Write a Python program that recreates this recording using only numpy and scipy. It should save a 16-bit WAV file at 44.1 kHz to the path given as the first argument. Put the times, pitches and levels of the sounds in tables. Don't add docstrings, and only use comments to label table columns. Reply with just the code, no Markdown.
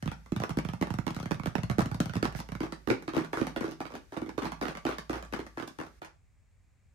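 import sys
import numpy as np
from scipy import signal
from scipy.fft import rfft, irfft, next_fast_len
from scipy.io import wavfile

SR = 44100
rng = np.random.default_rng(int(sys.argv[2]) if len(sys.argv) > 2 else 0)


def to_wav(s):
    ch = np.atleast_2d(s).T
    pcm = np.round(np.clip(ch, -1, 1) * 32767)
    wavfile.write(sys.argv[1], SR, pcm.astype(np.int16))


N = 306054
T = np.arange(SR // 8) / SR


def undb(db):
    return 10 ** (np.asarray(db) / 20)


def fade(t, t60):
    return np.exp(-np.log(1000) * t / t60)


def unit(x):
    return x / np.sqrt(np.mean(x ** 2))


def colour(x, points):
    hz, db = np.transpose(points)
    size = 2 * next_fast_len(x.shape[-1])
    f = np.maximum(np.fft.rfftfreq(size, 1 / SR), 1)
    gain = undb(np.interp(np.log(f), np.log(hz), db))
    cepstrum = irfft(np.log(gain))
    cepstrum[1:size // 2] *= 2
    cepstrum[size // 2 + 1:] = 0
    response = np.exp(rfft(cepstrum))
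    return irfft(rfft(x, size) * response)[..., :x.shape[-1]]


def add(track, s, sound):
    start = max(int(s * SR), 0)
    part = sound[..., :track.shape[-1] - start]
    track[..., start:start + part.shape[-1]] += part


# frequency in Hz, relative density in dB per Hz.
BACKGROUND_SPECTRUM = [(20, -30.5), (40, -6.5), (60, -7.5), (92, -6), (125, -17.5), (340, -35.5),
                       (1400, -40.5), (2300, -37), (3000, -48), (6200, -49), (7200, -43), (8500, -48),
                       (10500, -57.5), (16000, -61)]
BACKGROUND_DB = -63


def background():
    common = rng.standard_normal(N)
    own = rng.standard_normal((2, N))
    return undb(BACKGROUND_DB) * unit(colour(common + 0.93 * own, BACKGROUND_SPECTRUM))


# start in seconds, length in seconds, rms level in dB before the fades.
SKIN_SLIDES = [(0, 6, -70), (0.443, 0.11, -77), (2.028, 0.071, -63), (2.354, 0.055, -49),
               (3.325, 0.092, -54)]


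def slides():
    out = np.zeros((2, N))
    for s, length, db in SKIN_SLIDES:
        size = int(length * SR)
        catch_db = np.minimum(rng.exponential(size=size), 2 * np.pi)
        catches = rng.standard_normal((2, size)) * undb(catch_db)
        rub = unit(0.34 * colour(catches, BOARD_SPECTRUM) + colour(catches, TICK_SPECTRUM))
        fades = signal.windows.tukey(size, min(0.013 / length, 1))
        add(out, s, undb(db) * fades * rub)
    return out


def press(snap_t60, crush_db, crush_t60, rise_s, roll_s, roll_db, count=3):
    force = (fade(T, snap_t60) + undb(crush_db) * fade(T, crush_t60)) * (1 - np.exp(-T / rise_s))
    for delay, size in rng.uniform(0.3, 1, (count, 2)):
        age = np.maximum(T - delay * roll_s, 0)
        force = force + size * undb(roll_db) * fade(age, snap_t60) * (1 - np.exp(-age / rise_s))
    crackle = rng.standard_normal((3, len(T))) * undb(0.65 * rng.exponential(size=len(T)))
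    common, left, right = crackle
    return force * (common + 1.61 * np.array([left, right]))


def thump(hz, rest, bend, settle_cycles, swell_cycles, shape):
    cycles = hz * T
    pitch = hz * (rest + bend / (1 + cycles / settle_cycles) ** 2)
    age = cycles / swell_cycles
    envelope = (age * np.exp(1 - age)) ** shape
    return envelope * np.sin(2 * np.pi * np.cumsum(pitch) / SR)


# frequency in Hz, relative level in dB.
BOARD_SPECTRUM = [(200, -7.5), (400, 4), (600, 4), (850, 4.5), (1100, 2), (1350, 2), (1700, -2.5),
                  (2200, -5.5), (3000, -12), (5000, -19.5), (10000, -59.5)]


def knock(force, travel_s, grit_db, uneven_db=2.5):
    blow = undb(grit_db) * force / np.sqrt(np.mean(np.sum(force ** 2, axis=1)))
    blow[:, 0] += 1
    f = np.fft.rfftfreq(len(T), 1 / SR)
    delay = travel_s * rng.uniform(0.678, 1.273)
    dispersion = np.exp(-4j * np.pi * delay * np.sqrt(1000 * f))
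    wave = irfft(rfft(blow) * dispersion, len(T))
    return unit(colour(wave, [(hz, db + uneven_db * rng.standard_normal()) for hz, db in BOARD_SPECTRUM]))


# frequency in Hz, relative level in dB.
TICK_SPECTRUM = [(300, -24), (1500, 11), (3000, 0), (6000, 1.5), (7700, -6), (9200, -2.5), (10200, -9),
                 (12000, -6.5), (14000, -9), (16000, -21)]


def tick(force, uneven_db=1.0):
    return unit(colour(force, [(hz, db + uneven_db * rng.standard_normal()) for hz, db in TICK_SPECTRUM]))


# frequency in Hz, relative level at resonance in dB, decay time t60 in seconds.
RESONANCES = [(57.5, 17, 1.68), (114.1, -6.5, 0.3), (160.2, -2.5, 0.61), (211, -21.5, 0.83),
              (261, -21, 0.75), (321, -1.5, 0.16), (550, -8.5, 0.19), (896, -11, .28), (986, -17.5, 0.37),
              (1156, 2.5, 0.36), (1350, -19, 0.19)]


def rings(uneven_db=3):
    t = np.arange(SR) / SR
    response = 0
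    for hz, db, t60 in RESONANCES:
        phase = rng.standard_normal((2, 1)) * min(hz / 300, 2)
        gain = undb(db + uneven_db * rng.standard_normal()) * 2 * np.log(1000) / (t60 * SR)
        response = response + gain * fade(t, t60) * np.cos(2 * np.pi * hz * t + phase)
    return response


# centre in Hz, relative echo level in dB, decay time t60 in seconds.
ROOM_BANDS = [(60, -15.5, 0.33), (144.3, -4.5, 0.41), (310, -3.5, 0.33), (602, -1.5, 0.32), (1200, 3, 0.25),
              (2470, 3, 0.27), (5136, 4, 0.28), (9210, 3, 0.2), (16000, -13, .22)]


def room(first_s=0.0027, build_s=0.0054, early_db=1, early_t60=0.065, alike_hz=300):
    t = np.arange(SR // 2) / SR
    hz, db, t60 = np.transpose(ROOM_BANDS)
    f = np.maximum(np.fft.rfftfreq(len(t), 1 / SR), 1)
    mid, side = rfft(rng.standard_normal((2, len(t))))
    apart = np.pi / 4 * f / np.hypot(f, alike_hz)
    field = mid * np.cos(apart) + np.array([[1], [-1]]) * side * np.sin(apart)
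    response = 0
    for k, weight in enumerate(np.eye(len(ROOM_BANDS))):
        band = irfft(field * np.interp(np.log(f), np.log(hz), weight), len(t))
        decay = fade(t, t60[k]) + undb(early_db) * fade(t, early_t60)
        response = response + undb(db[k]) * band * decay
    return response * np.clip((t - first_s) / build_s, 0, 1) / np.sqrt(SR)


LEFT_LAG = 12


def taps(rows, wall, board, contact, thump_db, knock_db, tick_db, sway_db, sway_hz, sway_t60,
         treble_pan_db, room_db, ring_db, count=7):
    direct, echo = np.zeros((2, 2, N))
    paths = [undb(ring_db) * rings(uneven_db=5.5) for _ in range(count)]
    for path in paths:
        add(path, 0, undb(room_db) * room())
    spread = np.array([[.5], [-.5]])
    sway = np.sin(2 * np.pi * sway_hz * T) * fade(T, sway_t60) * (1 - np.exp(-T / 0.0034))
    for k, (s, low_db, hz, mid_db, high_db, pan_db) in enumerate(rows):
        force = press(**contact)
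        body = undb(low_db + thump_db) * (thump(hz, **wall) + undb(sway_db) * sway)
        body = body + undb(mid_db + knock_db) * knock(force, **board)
        skin = undb(high_db + tick_db) * tick(force)
        panned = body * undb(spread * pan_db) + skin * undb(spread * (pan_db + treble_pan_db))
        add(direct, s, panned)
        add(echo, s, signal.fftconvolve(body + skin, paths[k % count], axes=1))
    direct[0] = np.roll(direct[0], LEFT_LAG)
    return direct + echo * undb(spread * -2)


USUAL_DB, CONTACT_GROWTH = -28, 0.48
TICK_PER_HARDNESS = 0.79
PAN_SCATTER_DB, PITCH_SCATTER = 5.5, 0.1


def touch(s, db, hz, hard_db, pan_db):
    contact_db = USUAL_DB + CONTACT_GROWTH * (db - USUAL_DB)
    mid_db = contact_db + hard_db
    high_db = contact_db + TICK_PER_HARDNESS * hard_db
    return s, db, hz, mid_db, high_db, pan_db + PAN_SCATTER_DB * rng.standard_normal()


def spot(hz):
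    return hz * np.exp(PITCH_SCATTER * rng.standard_normal())


# start in seconds, relative strength in dB.
PAD_PATTER = [(0.025, -29), (0.076, -26.5), (0.505, -28.5), (0.649, -29), (0.687, -28), (0.734, -28.5),
              (0.904, -25), (0.939, -27.5), (0.986, -25), (1.105, -29), (1.164, -28), (1.2, -30),
              (1.228, -34), (1.257, -27), (1.344, -35), (1.397, -32), (1.434, -35), (1.471, -26),
              (1.581, -26), (1.633, -25), (1.712, -23.5), (1.818, -23.5), (1.858, -26.5), (1.914, -27),
              (1.944, -26.5), (2.057, -29), (2.095, -31), (2.154, -24.5), (2.166, -23.5), (2.275, -33),
              (2.349, -32.5), (2.389, -34.5), (2.488, -41.5), (2.519, -30), (2.551, -32)]
# start in seconds, relative strength in dB, nominal pitch in Hz, hardness in dB.
FIRM_BEATS = [(0.058, -25.5, 148, -4.5), (0.32, -20, 188, -6.5), (0.362, -24, 136, 0.5), (0.4, -27, 110, 2),
              (0.436, -35, 210, 14), (0.571, -19.5, 184, -0.5), (0.586, -23, 187, 4),
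              (0.812, -21, 180, 0.5), (0.824, -21.5, 210, 6), (1.066, -27, 184, 4),
              (1.078, -28.5, 196, 6.5), (1.309, -24, 148, 5), (1.316, -28.5, 179, 4.5),
              (1.458, -29.5, 200, 7), (1.553, -23.5, 210, 7), (1.698, -23, 128, 4), (1.783, -16.5, 215, 1),
              (1.791, -20, 161, 9), (1.805, -34, 130, 13), (2.002, -16, 178, 6.5), (2.227, -19.5, 255, 6.5),
              (2.245, -26, 215, 4), (2.253, -30, 190, 10.5)]
PAD_HZ, LID_PAN_DB = 126.4, -6


def drumming():
    beats = [touch(s, db, hz, hard_db, LID_PAN_DB) for s, db, hz, hard_db in FIRM_BEATS]
    patter = [touch(s, db, spot(PAD_HZ), 0, LID_PAN_DB) for s, db in PAD_PATTER]
    return beats + patter


# start in seconds, relative strength in dB, brightness in dB.
LIGHT_CLICKS = [(0.115, -35.5, 0.5), (0.26, -51.5, 3), (0.418, -32.5, -11), (0.493, -34.5, -0.5),
                (0.87, -36.5, -7), (1.146, -51.5, 16), (1.188, -43.5, -4), (2.135, -36.5, -0.5),
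                (2.324, -45, 2), (2.401, -36.5, 3.5), (2.722, -34, -0.5), (3.023, -46.5, 2),
                (3.246, -39.5, 1.5), (3.468, -31.5, 0.5), (3.711, -50, 11.5), (3.92, -43, -6),
                (3.952, -39, 2.5), (4.165, -34, -21), (4.291, -37, -4), (4.453, -32.5, -2),
                (4.519, -32.5, -4.5), (4.682, -31.5, -2.5), (4.751, -38, -3), (4.771, -36.5, 0),
                (4.983, -34.5, 3.5), (5.225, -40.5, 0.5), (5.249, -46.5, 3), (5.465, -43, 3.5),
                (5.676, -42, 7), (5.865, -52, 3), (6.047, -56, 18.5)]
CLICK_HZ, CLICK_PAN_DB = 205, -5.5


def grazing():
    return [(s, db, spot(CLICK_HZ), db, db + bright_db, CLICK_PAN_DB) for s, db, bright_db in LIGHT_CLICKS]


# start in seconds, relative strength in dB, gap between fingers in seconds,
# level of each finger against the one before in dB, hardness in dB, hand.
WALL_PATS = [(2.604, -23, 0.026, -13, -3.5, "right"), (2.631, -25.5, 0.017, -12, -4, "right"),
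             (2.873, -26, .012, 1.5, -2.5, "right"), (2.901, -20, 0.023, -18.5, 4.5, "right"),
             (2.91, -18.5, .016, -7, -13.5, "left"), (3.078, -26, .056, -4.5, -0.5, "right"),
             (3.147, -30.5, .017, -5, 0, "left"), (3.165, -23.5, 0.021, -14, -1.5, "left"),
             (3.178, -19.5, 0.03, -8, -4.5, "right"), (3.33, -27.5, 0.041, 0, 5.5, "right"),
             (3.397, -31, .049, -5.5, -5, "left"), (3.413, -22, 0.028, -10, -14, "right"),
             (3.561, -26, 0.049, -13.5, 3.5, "right"), (3.607, -26.5, 0.022, -4.5, -4, "left"),
             (3.641, -24, 0.038, -6, -3.5, "right"), (3.803, -28, 0.05, -10.5, 1.5, "right"),
             (3.938, -33.5, 0.013, -5.5, -5, "left"), (4.121, -38, 0.0098, -3, -3, "right"),
             (4.171, -29, 0.045, -6, -2.5, "right"), (4.218, -25.5, 0.062, -10.5, -25, "right"),
             (4.378, -23, 0.04, -12, 0.5, "right"), (4.422, -29.5, 0.023, -2, 2, "left"),
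             (4.612, -26, 0.041, -7, 2, "right"), (4.625, -27.5, .041, -9.5, 2.5, "left"),
             (4.851, -22, 0.039, -8, 1, "left"), (4.865, -29.5, 0.023, -4, 5.5, "right"),
             (5.095, -23.5, 0.034, -7.5, 1, "left"), (5.13, -30.5, 0.026, -8, 1.5, "right"),
             (5.324, -32.5, .01, -5.5, -0.5, "right"), (5.335, -29.5, 0.027, -6.5, 0, "left"),
             (5.391, -29.5, .012, -25, -4, "right"), (5.572, -30.5, 0.026, -4, 1, "right"),
             (5.64, -37, 0.032, -7, -13.5, "left"), (5.786, -34, .013, -2.5, -1, "left"),
             (5.8, -33.5, 0.034, -8.5, -4.5, "right"), (6.017, -38, .032, -17.5, 0.5, "right")]
HAND_PAN = {"left": 6, "right": -4.5}
SIDE_HZ, FINGERS = 310.6, 3
FINGER_SOFTEN_DB = -1.8


def patting():
    rows = []
    for s, db, gap_s, step_db, hard_db, hand in WALL_PATS:
        for k in range(FINGERS):
            finger_hard_db = hard_db + k * FINGER_SOFTEN_DB
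            rows.append(touch(s + k * gap_s, db + k * step_db, spot(SIDE_HZ), finger_hard_db, HAND_PAN[hand]))
    return rows


def scene():
    lid = taps(drumming(),
               wall=dict(rest=0.53, bend=3.204, settle_cycles=1.078, swell_cycles=1.112, shape=2.26),
               board=dict(travel_s=0.001836, grit_db=3),
               contact=dict(snap_t60=0.0099, crush_db=-15.0, crush_t60=0.074,
                            rise_s=0.00015, roll_s=0.011, roll_db=-21.0),
               thump_db=-1, knock_db=-23.5, tick_db=-33, sway_db=-4.5, sway_hz=92.6, sway_t60=0.041,
               treble_pan_db=8.0, room_db=10.0, ring_db=0.0)
    clicks = taps(grazing(),
                  wall=dict(rest=0.66, bend=3.21, settle_cycles=0.94, swell_cycles=1.68, shape=1.7),
                  board=dict(travel_s=0.001995, grit_db=4),
                  contact=dict(snap_t60=0.012, crush_db=-24.5, crush_t60=0.035,
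                               rise_s=0.00033, roll_s=0.0078, roll_db=-16),
                  thump_db=-6, knock_db=-15.5, tick_db=-24.0, sway_db=-17, sway_hz=120, sway_t60=0.06,
                  treble_pan_db=6.5, room_db=12.0, ring_db=5.5)
    sides = taps(patting(),
                 wall=dict(rest=0.66, bend=3.316, settle_cycles=1.0, swell_cycles=1.97, shape=2.9),
                 board=dict(travel_s=0.0024, grit_db=3),
                 contact=dict(snap_t60=0.017, crush_db=-30.5, crush_t60=0.019,
                              rise_s=0.00038, roll_s=0.01477, roll_db=-7.5),
                 thump_db=-3, knock_db=-20.0, tick_db=-33.5, sway_db=-6, sway_hz=131.5, sway_t60=0.058,
                 treble_pan_db=1.0, room_db=13.5, ring_db=3.5)
    return background() + slides() + lid + clicks + sides


TOP_HZ = 15900


def record(dry):
    low_cut = signal.butter(2, 30, "high", fs=SR, output="sos")
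    top_cut = signal.ellip(8, .2, 70, TOP_HZ, fs=SR, output="sos")
    return signal.sosfilt(top_cut, signal.sosfilt(low_cut, dry))


dry = scene()
out = record(dry)
to_wav(out)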